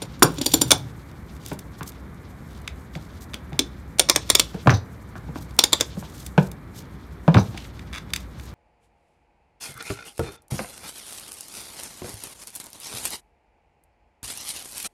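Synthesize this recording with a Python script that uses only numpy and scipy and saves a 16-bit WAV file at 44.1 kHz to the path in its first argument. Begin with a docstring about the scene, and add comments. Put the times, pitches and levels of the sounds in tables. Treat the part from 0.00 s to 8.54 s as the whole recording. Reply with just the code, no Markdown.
"""Lever bar clamps click and rattle as they are set on a small plywood press on a workbench.
Each metal contact is a short rough force that excites resonant modes of lever, bar or pad; knocks excite wood modes
and a damped thump. Clumped, filtered noise swells around them and fades like a long room tail; palms or sleeves brush
past as short hisses; a workshop hums behind as noise and a low drone.
Wall reflections follow the contacts, and loud blows saturate near full scale."""
import sys
import numpy as np
from scipy import signal
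from scipy.fft import rfft, irfft, next_fast_len
from scipy.io import wavfile
from scipy.ndimage import map_coordinates

SR = 44100
rng = np.random.default_rng(int(sys.argv[2]) if len(sys.argv) > 2 else 0)


def unload_wav(signal):
    """Save mono or channel-first audio to the path in sys.argv[1] as 16-bit WAV at rate SR, clipped to [-1, 1]."""
    wavfile.write(
        sys.argv[1],
        SR,
        np.round(np.clip(np.atleast_2d(signal).T, -1, 1) * 32767).astype(np.int16),
    )


def gain_from_decibels(decibels):
    """Convert decibel values to linear amplitude factors."""
    exponent = np.asarray(decibels, float) / 20
    return 10 ** exponent


N = 376613  # samples
SPAN = 4096  # samples in one contact force
LEVER_FROM_S = 1  # touches from here on ring with the lever's modes, earlier ones with the bar's

# ratchet clicks: snap_s, peak_db, touch_lead_s (tooth touch before snap), touch_db (relative to snap)
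CLICKS = [(0.7153, 6.5, .009, -7), (3.5912, -1, 0.0032, -36.5), (3.9944, 5.5, 0.0096, -23),
          (4.0965, 3.5, .009, -13.5), (4.1597, 1.5, 0.01, -20), (4.3003, 2.5, 0.0086, -24),
          (4.351, 1.5, 0.0032, -18), (4.3955, 0.5, 0.0087, -22.5), (5.5894, 4.5, 0.0031, -30.5),
          (5.6376, 3.5, 0.0053, -42.5), (5.7299, 1.5, 0.0076, -22.5), (5.8083, -0.5, .008, -15.5)]
# metal touching metal: start_s, peak_db, length_s, tilt_db_per_octave
TOUCHES = [(0.017, -22.5, 0.012, -10), (0.1917, -36.5, .006, -1.5), (0.359, -37, 0.003, -8.5),
           (0.382, -21, 0.0062, -10), (0.412, -14.5, 0.0064, -9.5), (0.443, -31, 0.0034, 1.5),
           (0.515, -18, 0.0089, -8.5), (0.564, -30, .007, -1.5), (1.4616, -22, 0.0019, -2.5),
           (1.482, -25, 0.0047, 4.5), (1.528, -32, 0.0093, -0.3), (1.589, -27.5, 0.0062, -2),
           (1.829, -26, 0.0045, -3), (2.676, -18, 0.0032, -13), (2.952, -25, 0.0024, -17),
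           (3.334, -25.5, 0.0034, -12.5), (3.341, -19, 0.0033, -8), (3.53, -30, 0.0026, -14.5),
           (5.565, -36, 0.0023, 1.2), (6.262, -22.5, 0.0064, -1.5), (6.515, -25.5, 0.0033, -1.5),
           (7.342, -13, 0.0037, -15), (7.573, -24.5, 0.0076, -10.5), (7.649, -35, .005, -18.5),
           (7.792, -31, 0.0048, -12.5), (8.103, -34, 0.0037, -9), (8.1344, -9.5, 0.0042, -8.5),
           (8.16, -14, 0.005, -7.5), (8.396, -33.5, .004, -13)]
# press and clamp feet on the bench: start_s, tap_peak_db, tap_hz, thump_peak_db, thump_hz
KNOCKS = [(0.02, -27.5, 566, -31.5, 294), (0.223, 4.5, 1043, -5.5, 391), (0.241, -9.5, 510, -13, 148),
          (.383, -29.5, 517, -27, 287), (.411, -25, 582, -20.5, 288), (.717, -9.5, 850, -21.5, 290),
          (1.516, -20, 560, -25.5, 178), (1.809, -21.5, 1070, -28, 155), (2.957, -34, 800, -28, 160),
          (3.34, -31.5, 1128, -31.5, 226), (3.523, -33, 820, -28, 148), (3.592, -24.5, 525, -18, 283),
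          (4.544, -29, 666, -21, 165.4), (4.660, -28.5, 498, -14, 190), (4.6725, -2.5, 1063, -5, 124.6),
          (4.6952, -5, 1690, -25, 100), (4.708, -10, 1075, -16.5, 149), (4.726, -19.5, 770, -13, 100),
          (5.155, -28, 1063, -44, 165), (5.288, -36.5, 830, -27, 154), (5.358, -24.5, 1024, -27, 288),
          (5.97, -36.5, 586, -23.5, 179), (6.026, -30, 942, -34, 152), (6.3786, -4, 920, -4.5, 169),
          (7.2792, -10.5, 960, -4.5, 173), (7.347, -7, 1050, -9, 223), (7.355, -10, 910, -5, 110),
          (7.369, -9.5, 1230, -7.5, 198), (7.385, -12.5, 655, -24, 146), (7.545, -33, 766, -34.5, 293)]
# hiss that swells around clicks and knocks: time_s, level_db (below 7500 Hz), treble_db (above)
HISS_LEVEL = [(0.0, -53, -64), (0.26, -57, -68), (0.43, -43, -49), (0.62, -41, -47.5), (0.76, -50.5, -57),
              (1.05, -64, -63.5), (4.04, -63.5, -68.5), (4.18, -49.5, -56.5), (4.66, -54, -56.5),
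              (4.8, -66.5, -68), (5.64, -63, -61), (5.73, -46.5, -57), (6.25, -59.5, -56.5),
              (6.57, -68, -72.5), (7.3, -60.5, -66.5), (7.44, -53, -54.5), (7.85, -61, -67),
              (8.54, -60.5, -65)]
# modes of lever and pawl, damped by the hand: centre_hz, width_hz, relative_db
LEVER_MODES = [(2260, 250, -10), (3300, 400, -4), (3560, 260, 0), (4200, 400, -8), (4770, 350, -9),
               (5500, 260, -3), (6300, 250, -8), (6850, 300, -7), (7500, 400, -11), (8400, 400, -11),
               (9170, 700, -9), (11700, 500, -14), (12600, 400, -16)]
# modes of the steel bar: centre_hz, width_hz, relative_db
BAR_MODES = [(3500, 250, -8), (4360, 200, -7), (4730, 90, -4), (5520, 90, -6), (5760, 90, -6),
             (6850, 150, -5), (7160, 60, 0), (7800, 120, -11), (9090, 110, -1), (11200, 60, -2),
             (12500, 80, -10), (13150, 70, -2), (14200, 80, -10)]
# modes of plywood and bench top: centre_hz, width_hz, relative_db
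WOOD_MODES = [(290, 90, 2), (370, 90, 2), (450, 100, 1), (590, 150, 0), (800, 180, -5), (1030, 250, -3),
              (1450, 280, -7), (1750, 300, -9), (2300, 450, -11)]
# spectrum of workshop air: frequency_hz, relative_db_per_hz
AIR_SPECTRUM = [(15, -59.5), (25, -32.5), (39, -13.5), (64, 0.5), (108, -9), (175, -9), (301, -16),
                (641, -26.5), (1190, -26), (2350, -33), (2610, -45), (4250, -47), (5140, -61.5),
                (13200, -50.5), (16000, -62.5)]
# slow swell of the low hum: time_s, level_db
DRONE_SWELL = [(0, -45), (2, -52), (4, -42.5), (6, -47), (8.54, -40)]
# spectrum of the hiss and of the brushes: frequency_hz, relative_db_per_hz
HISS_SPECTRUM = [(800, -39), (2500, 1), (3500, 5.5), (6500, 0), (8000, -4), (10500, -11), (13000, -10),
                 (16000, -20)]
# reverberation of the near walls: frequency_hz, t60_s
SHOP_DECAY = [(100, 0.27), (400, 0.23), (1500, 0.15), (5000, 0.14), (13000, 0.065)]
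# a palm or sleeve brushes past: middle_s, rms_db (at the middle), length_s, tilt_db_per_octave
BRUSHES = [(0.054, -57.5, 0.016, 3.5), (1.483, -49, 0.14, 3.5), (1.792, -48, 0.023, 8.5),
           (1.883, -41, 0.04, 11), (2.55, -58.5, 0.13, -1.5), (2.957, -49, 0.043, 2.5),
           (3.038, -56, 0.076, 4.5), (3.173, -56.5, 0.038, 3), (3.227, -48, 0.042, 10),
           (5.372, -47.5, 0.044, 5), (5.419, -50, 0.036, 9.5), (6.2, -50, 0.16, 7.5),
           (6.432, -49, 0.099, 7.5), (6.784, -47.5, 0.078, 6.5), (7.6, -48.5, 0.13, -6),
           (5.172, -56, 0.029, 3), (8.214, -50.5, .04, 5), (8.451, -54, 0.13, 8)]
# a loose pressure pad jingles: start_s, peak_db, length_s
JINGLES = [(4.702, -19.5, 0.0063), (4.735, -25, 0.018), (4.765, -40, 0.012), (7.372, -24, 0.018),
           (7.391, -28.5, 0.016)]
# modes of the pad: centre_hz, width_hz, relative_db
PAD_MODES = [(3880, 300, 3.5), (4900, 660, -3), (6010, 220, 3.5), (7350, 210, -22.5)]
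# jangle of the jaw sliding down the bar: time_s, level_db
SLIDE_LEVEL = [(.2, -79.5), (.25, -47.5), (.33, -51), (.4, -58.5), (.5, -38), (.6, -44.5), (.7, -43),
               (.76, -45.5), (.85, -75), (2.49, -87), (2.505, -64), (2.62, -63), (2.67, -76.5)]
# bench rumble under the hands: time_s, level_db
RUMBLE_LEVEL = [(0, -45.5), (.7, -35), (1, -44.5), (2.5, -63), (4, -46.5), (5.5, -48.5), (7, -52.5),
                (8.54, -50.5)]
# the sliding jaw catches on the bar: start_s, peak_db, jolt_db (tap in the wood)
CATCHES = [(0.2268, 4, -16.5), (0.4616, -3, -18.5), (0.538, 0.5, -12.5), (0.615, -2, -15)]
# a loose clamp is dragged and chatters: start_s, length_s, peak_db (of the loudest possible tick)
DRAGS = [(7.927, .06, -22.5), (9, .03, -31.5)]


def unit(x):
    """Normalization: the signal is scaled to rms 1."""
    return x / np.sqrt(np.mean(x ** 2) + 1e-20)


def peak(x, db):
    """Normalization: the signal is scaled to a peak level."""
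    return gain_from_decibels(db) * x / np.abs(x).max()


def along(points, hz):
    """Interpolation: (frequency, value) points are joined on a logarithmic frequency axis."""
    f, v = np.transpose(points)
    return np.interp(np.log(hz + 1), np.log(f + 1), v)


def filtered(x, response):
    """Linear filtering: the spectrum is multiplied by a complex response of frequency."""
    m = next_fast_len(2 * SPAN + len(x))
    hz = np.fft.rfftfreq(m, 1 / SR)
    return irfft(rfft(x, m) * response(hz), m)[:len(x)]


def wobble(rate):
    """Slow fluctuation: a smooth curve passes through random knots, rate of them a second."""
    knots = rng.standard_normal(int(N * rate / SR) + 4)
    return map_coordinates(knots, [np.arange(N) * rate / SR])


def body(modes, hz, scatter_db):
    """Modal superposition: causal resonances add, each excited anew at a random strength."""
    chance = gain_from_decibels(scatter_db * rng.standard_normal(len(modes)))
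    total = 0
    for k, (centre, width, db) in enumerate(modes):
        resonance = 1j * hz * width / (centre * centre - hz * hz + 1j * hz * width)
        total = total + (-1) ** k * chance[k] * gain_from_decibels(db) * resonance
    return total


def whitened(force):
    """Broadband excitation: a flat magnitude spectrum drives all modes alike; phases are kept."""
    return irfft(np.exp(1j * np.angle(rfft(force))))


def burst(delay, length, rise):
    """Rough contact: a noisy force rises fast and dies within about length seconds."""
    t = np.clip(np.arange(SPAN) / SR - delay, 0, None)
    shape = (1 - np.exp(-t / rise)) * np.exp(-(t / length) ** 2)
    force = whitened(rng.standard_normal(SPAN) * shape) * np.sqrt(shape)
    return force / np.abs(force).max()


def blow(delay, length, grit_db):
    """Impulsive contact: one sharp push is followed by fading grit."""
    t = np.arange(SPAN) / SR
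    fade = np.exp(-(t / length) ** 2)
    force = gain_from_decibels(grit_db) * rng.standard_normal(SPAN) * fade / np.sqrt(length * SR)
    force[0] = 1
    return np.roll(whitened(force) * np.sqrt(fade), round(delay * SR))


def steel(force, modes, tilt, ring_db, crack_db, low_hz):
    """Forced vibration: modes ring over the broad contact crack; steel this small radiates no bass."""
    def response(hz):
        colour = (np.maximum(hz, low_hz) / 5000) ** (tilt / 6)
        bass_cut = (1j * hz / (low_hz + 1j * hz)) ** 3
        return colour * bass_cut * (gain_from_decibels(ring_db) * body(modes, hz, scatter_db=3.0) + gain_from_decibels(crack_db))
    return filtered(force, response)


def add(track, s, sound, wet_db):
    """Reverberation: the direct sound is followed by decaying noise-like tails from near and far walls."""
    linger, linger_db = 2.9, -17.5  # the far walls answer this many times longer, and weaker
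    hz, t, z = signal.stft(rng.standard_normal(SR // 3), SR, nperseg=256)
    fall_db = -60 * t / along(SHOP_DECAY, hz)[:, None]
    decay = gain_from_decibels(fall_db) + gain_from_decibels(linger_db + fall_db / linger)
    tail = signal.istft(z * decay, SR, nperseg=256)[1]
    tail = gain_from_decibels(wet_db) * tail / np.linalg.norm(tail)
    tail = np.pad(tail, (round(0.0064 * SR), 0))  # the first wall arrives late
    tail[0] = 1  # direct sound
    heard = signal.fftconvolve(sound, tail)
    track[round(s * SR):][:len(heard)] += heard


def swelling_hiss():
    """Modulated noise: hiss swells around clicks and knocks and fades like a long room tail, dull and bright."""
    s, level_db, treble_db = np.transpose(HISS_LEVEL)
    time = np.arange(N) / SR
    bands = ((level_db, lambda hz: 1 / (1 + (hz / 7500) ** 4)),
             (treble_db, lambda hz: 1 / (1 + (7500 / (hz + 1)) ** 4)))
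    sound = 0
    for db, band in bands:
        grains = rng.standard_normal(N) * gain_from_decibels(1.6 * wobble(300) + 4.3 * wobble(40))
        hiss = unit(filtered(grains, lambda hz: band(hz) * gain_from_decibels(along(HISS_SPECTRUM, hz))))
        sound = sound + gain_from_decibels(np.interp(time, s, db)) * hiss
    return sound


def workshop():
    """Background noise: nearly steady shaped air noise joins an unsteady mains drone and its second harmonic."""
    air = unit(filtered(rng.standard_normal(N), lambda hz: gain_from_decibels(along(AIR_SPECTRUM, hz))))
    time = np.arange(N) / SR
    phase = 2 * np.pi * 59 * time + 0.4 * wobble(7.8)
    drone = np.sin(phase) + gain_from_decibels(-14) * np.sin(2 * phase)
    swell = gain_from_decibels(np.interp(time, *np.transpose(DRONE_SWELL)) + 0.83 * wobble(11))
    return gain_from_decibels(-39.5 + 0.38 * wobble(7.8)) * air + swell * drone


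def bench_rumble():
    """Resonant filtering: two low modes colour noise as the bench shakes under the hands."""
    modes = [(100, 40, -0.45), (160, 51, -1.6)]  # centre_hz, width_hz, relative_db
    rumble = unit(filtered(rng.standard_normal(N), lambda hz: body(modes, hz, 0) ** 2))
    shake_db = np.interp(np.arange(N) / SR, *np.transpose(RUMBLE_LEVEL)) + 3.0 * wobble(7.6)
    return gain_from_decibels(shake_db) * rumble


def touches():
    """Contact excitation: metal parts tick and rattle together; longer rattles swell more slowly."""
    track = np.zeros(N + SR)
    catches = [(s, db, 0.0053, -5.5) for s, db, _ in CATCHES]
    grazes = [(s - 0.0028, db - 8.5, .003, -3) for s, db, _ in CATCHES]  # a graze precedes each catch
    feet = [(s, db - 22, .0015, -11) for s, db, *_ in KNOCKS if s > LEVER_FROM_S]  # the steel foot's tick
    stray = [(LEVER_FROM_S + u * (N / SR - LEVER_FROM_S), -39 + 2 * (2 * v - 1), .003, -6)
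             for u, v in rng.random((12, 2))]  # faint ticks at chance moments
    for s, db, length, tilt in TOUCHES + catches + grazes + feet + stray:
        force = burst(0, length, 0.3 * length)
        if s < LEVER_FROM_S:
            tick = steel(force, BAR_MODES, tilt, ring_db=6, crack_db=-11.5, low_hz=3000)
        else:
            tick = steel(force, LEVER_MODES, tilt, ring_db=-6, crack_db=-11.5, low_hz=1990)
        add(track, s, peak(tick, db), wet_db=-14.5)
    return track[:N]


def knocks():
    """Impact on a plate: a hard tap excites the wood, then the bench top thumps as the weight lands."""
    shuffle_s, softer_longer = 0.0095, 0.38  # grit length under a 0 dB tap; its growth in soft taps
    track, t = np.zeros(N + SR), np.arange(SPAN) / SR
    jolts = [(s, db, 550, db - 2, 295) for s, _, db in CATCHES]
    for s, tap_db, tap_hz, thump_db, thump_hz in KNOCKS + jolts:
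        force = blow(0, shuffle_s * gain_from_decibels(-softer_longer * tap_db), 3.5)
        spot = [(tap_hz, 0.27 * tap_hz, 1.5)]

        def tap_response(hz):
            modes = body(spot, hz, 0) + gain_from_decibels(-5.5) * body(WOOD_MODES, hz, scatter_db=3.0)
            return modes / (1 + 1j * hz / 2800) ** 2
        tap = filtered(force, tap_response)
        cycles = thump_hz * t
        weight = cycles * np.exp(-(cycles / 2.2) ** 2)  # the weight settles over a few cycles, then damps the top
        ring = .3 * (1 - np.exp(-cycles)) * gain_from_decibels(-3.5 * cycles)
        thump = (weight + ring) * np.sin(2 * np.pi * cycles)
        # the landing weight also sounds the lowest modes of the wood
        board = filtered(blow(0, .012, 3),
                         lambda hz: body(WOOD_MODES, hz, scatter_db=2.5) / (1 + 1j * hz / 500) ** 2)
        knock = peak(tap, tap_db) + peak(thump, thump_db) + peak(board, thump_db - 6.5)
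        add(track, s, knock, wet_db=-10.5)
    return track[:N]


def brushes():
    """Amplitude modulation: grainy hiss swells and fades as a palm or sleeve passes."""
    track, t = np.zeros(N + SR), np.arange(-SR // 4, SR // 4) / SR
    for s, db, length, tilt in BRUSHES:
        grains = rng.standard_normal(len(t)) * gain_from_decibels(3.6 * wobble(200)[:len(t)])
        hiss = unit(filtered(grains, lambda hz: gain_from_decibels(along(HISS_SPECTRUM, hz)) * (hz / 5000 + .1) ** (tilt / 6)))
        swell = np.exp(-(2 * t / length) ** 4)
        track[round(s * SR):][:len(t)] += gain_from_decibels(db) * swell * hiss
    return track[SR // 4:][:N]  # each swell is centred on its time


def bar_jangle():
    """Sustained excitation: dense random grains, as of many tiny contacts, keep the bar ringing."""
    grains = rng.standard_normal(N) * gain_from_decibels(5.3 * wobble(250))
    jangle = unit(steel(grains, BAR_MODES, tilt=-1.7, ring_db=0, crack_db=-6.5, low_hz=3000))
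    return gain_from_decibels(np.interp(np.arange(N) / SR, *np.transpose(SLIDE_LEVEL))) * jangle


def ratchet():
    """Snap and rebound: the pawl touches a tooth and snaps over it; the jaw passes the blow to the wood."""
    track = np.zeros(N + SR)
    for s, db, lead, touch_db in CLICKS:
        rebound = gain_from_decibels(-4.5) * burst(lead + 0.003, 0.0033, 0.00088)
        touch = gain_from_decibels(touch_db) * burst(0, 0.0066, 0.0001)
        soft = filtered(rebound + touch, lambda hz: 1 / (1 + 1j * hz / 6000))  # light contacts are duller
        force = burst(lead, 0.0017, 0.0012) + soft
        push = blow(lead, 0.024, 0) + gain_from_decibels(touch_db) * blow(0, 0.0038, 0)
        knock = filtered(push, lambda hz: body(WOOD_MODES, hz, scatter_db=2.5) * (hz / 1000) ** 0.18)
        click = steel(force, LEVER_MODES, tilt=-3, ring_db=0, crack_db=-20, low_hz=2200)
        add(track, s - lead, peak(click, db) + peak(knock, db - 13), wet_db=-15.5)
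    return track[:N]


def pad_jingles():
    """Modal ringing: short rough forces excite the loose pressure pad when the press lands."""
    track = np.zeros(N + SR)
    for s, db, length in JINGLES:
        force = burst(0, length, 0.26 * length)
        jingle = steel(force, PAD_MODES, tilt=0, ring_db=0, crack_db=-23.5, low_hz=1500)
        add(track, s, peak(jingle, db), wet_db=-5.5)
    return track[:N]


def clamp_chatter():
    """Intermittent contact: a dragged clamp ticks at irregular gaps and random strengths."""
    gap_s = 0.0045  # mean gap between contacts
    track = np.zeros(N + SR)
    for start, length, db in DRAGS:
        for k, (u, v) in enumerate(rng.random((round(length / gap_s), 2))):
            force = burst(0, 0.0033, .0005)
            tick = steel(force, LEVER_MODES, tilt=-10, ring_db=-6, crack_db=-15.5, low_hz=1310)
            add(track, start + (k + u) * gap_s, peak(tick, db - 7 * v), wet_db=-12)
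    return track[:N]


def scene():
    """Superposition: the sounds on and around the bench add linearly in one channel."""
    background = swelling_hiss() + workshop() + bench_rumble()
    contacts = touches() + knocks() + brushes() + bar_jangle()
    clamps = ratchet() + pad_jingles() + clamp_chatter()
    return (background + contacts + clamps)[None]


def band_limit(x):
    """A steep low-pass at the top of the band."""
    return signal.sosfilt(signal.butter(12, 16320, fs=SR, output="sos"), x)


def record(dry):
    """Band limiting and saturation: the microphone drops deepest bass and top; the converter clips smoothly."""
    def microphone(hz):
        return (1j * hz / (26 + 1j * hz)) ** 2 / (1 + (hz / 15700) ** 30)
    heard = filtered(dry[0], microphone)[None]
    clipped = heard / (1 + np.abs(heard) ** 8) ** (1 / 8)
    return band_limit(clipped)


dry = scene()
out = record(dry)
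unload_wav(out)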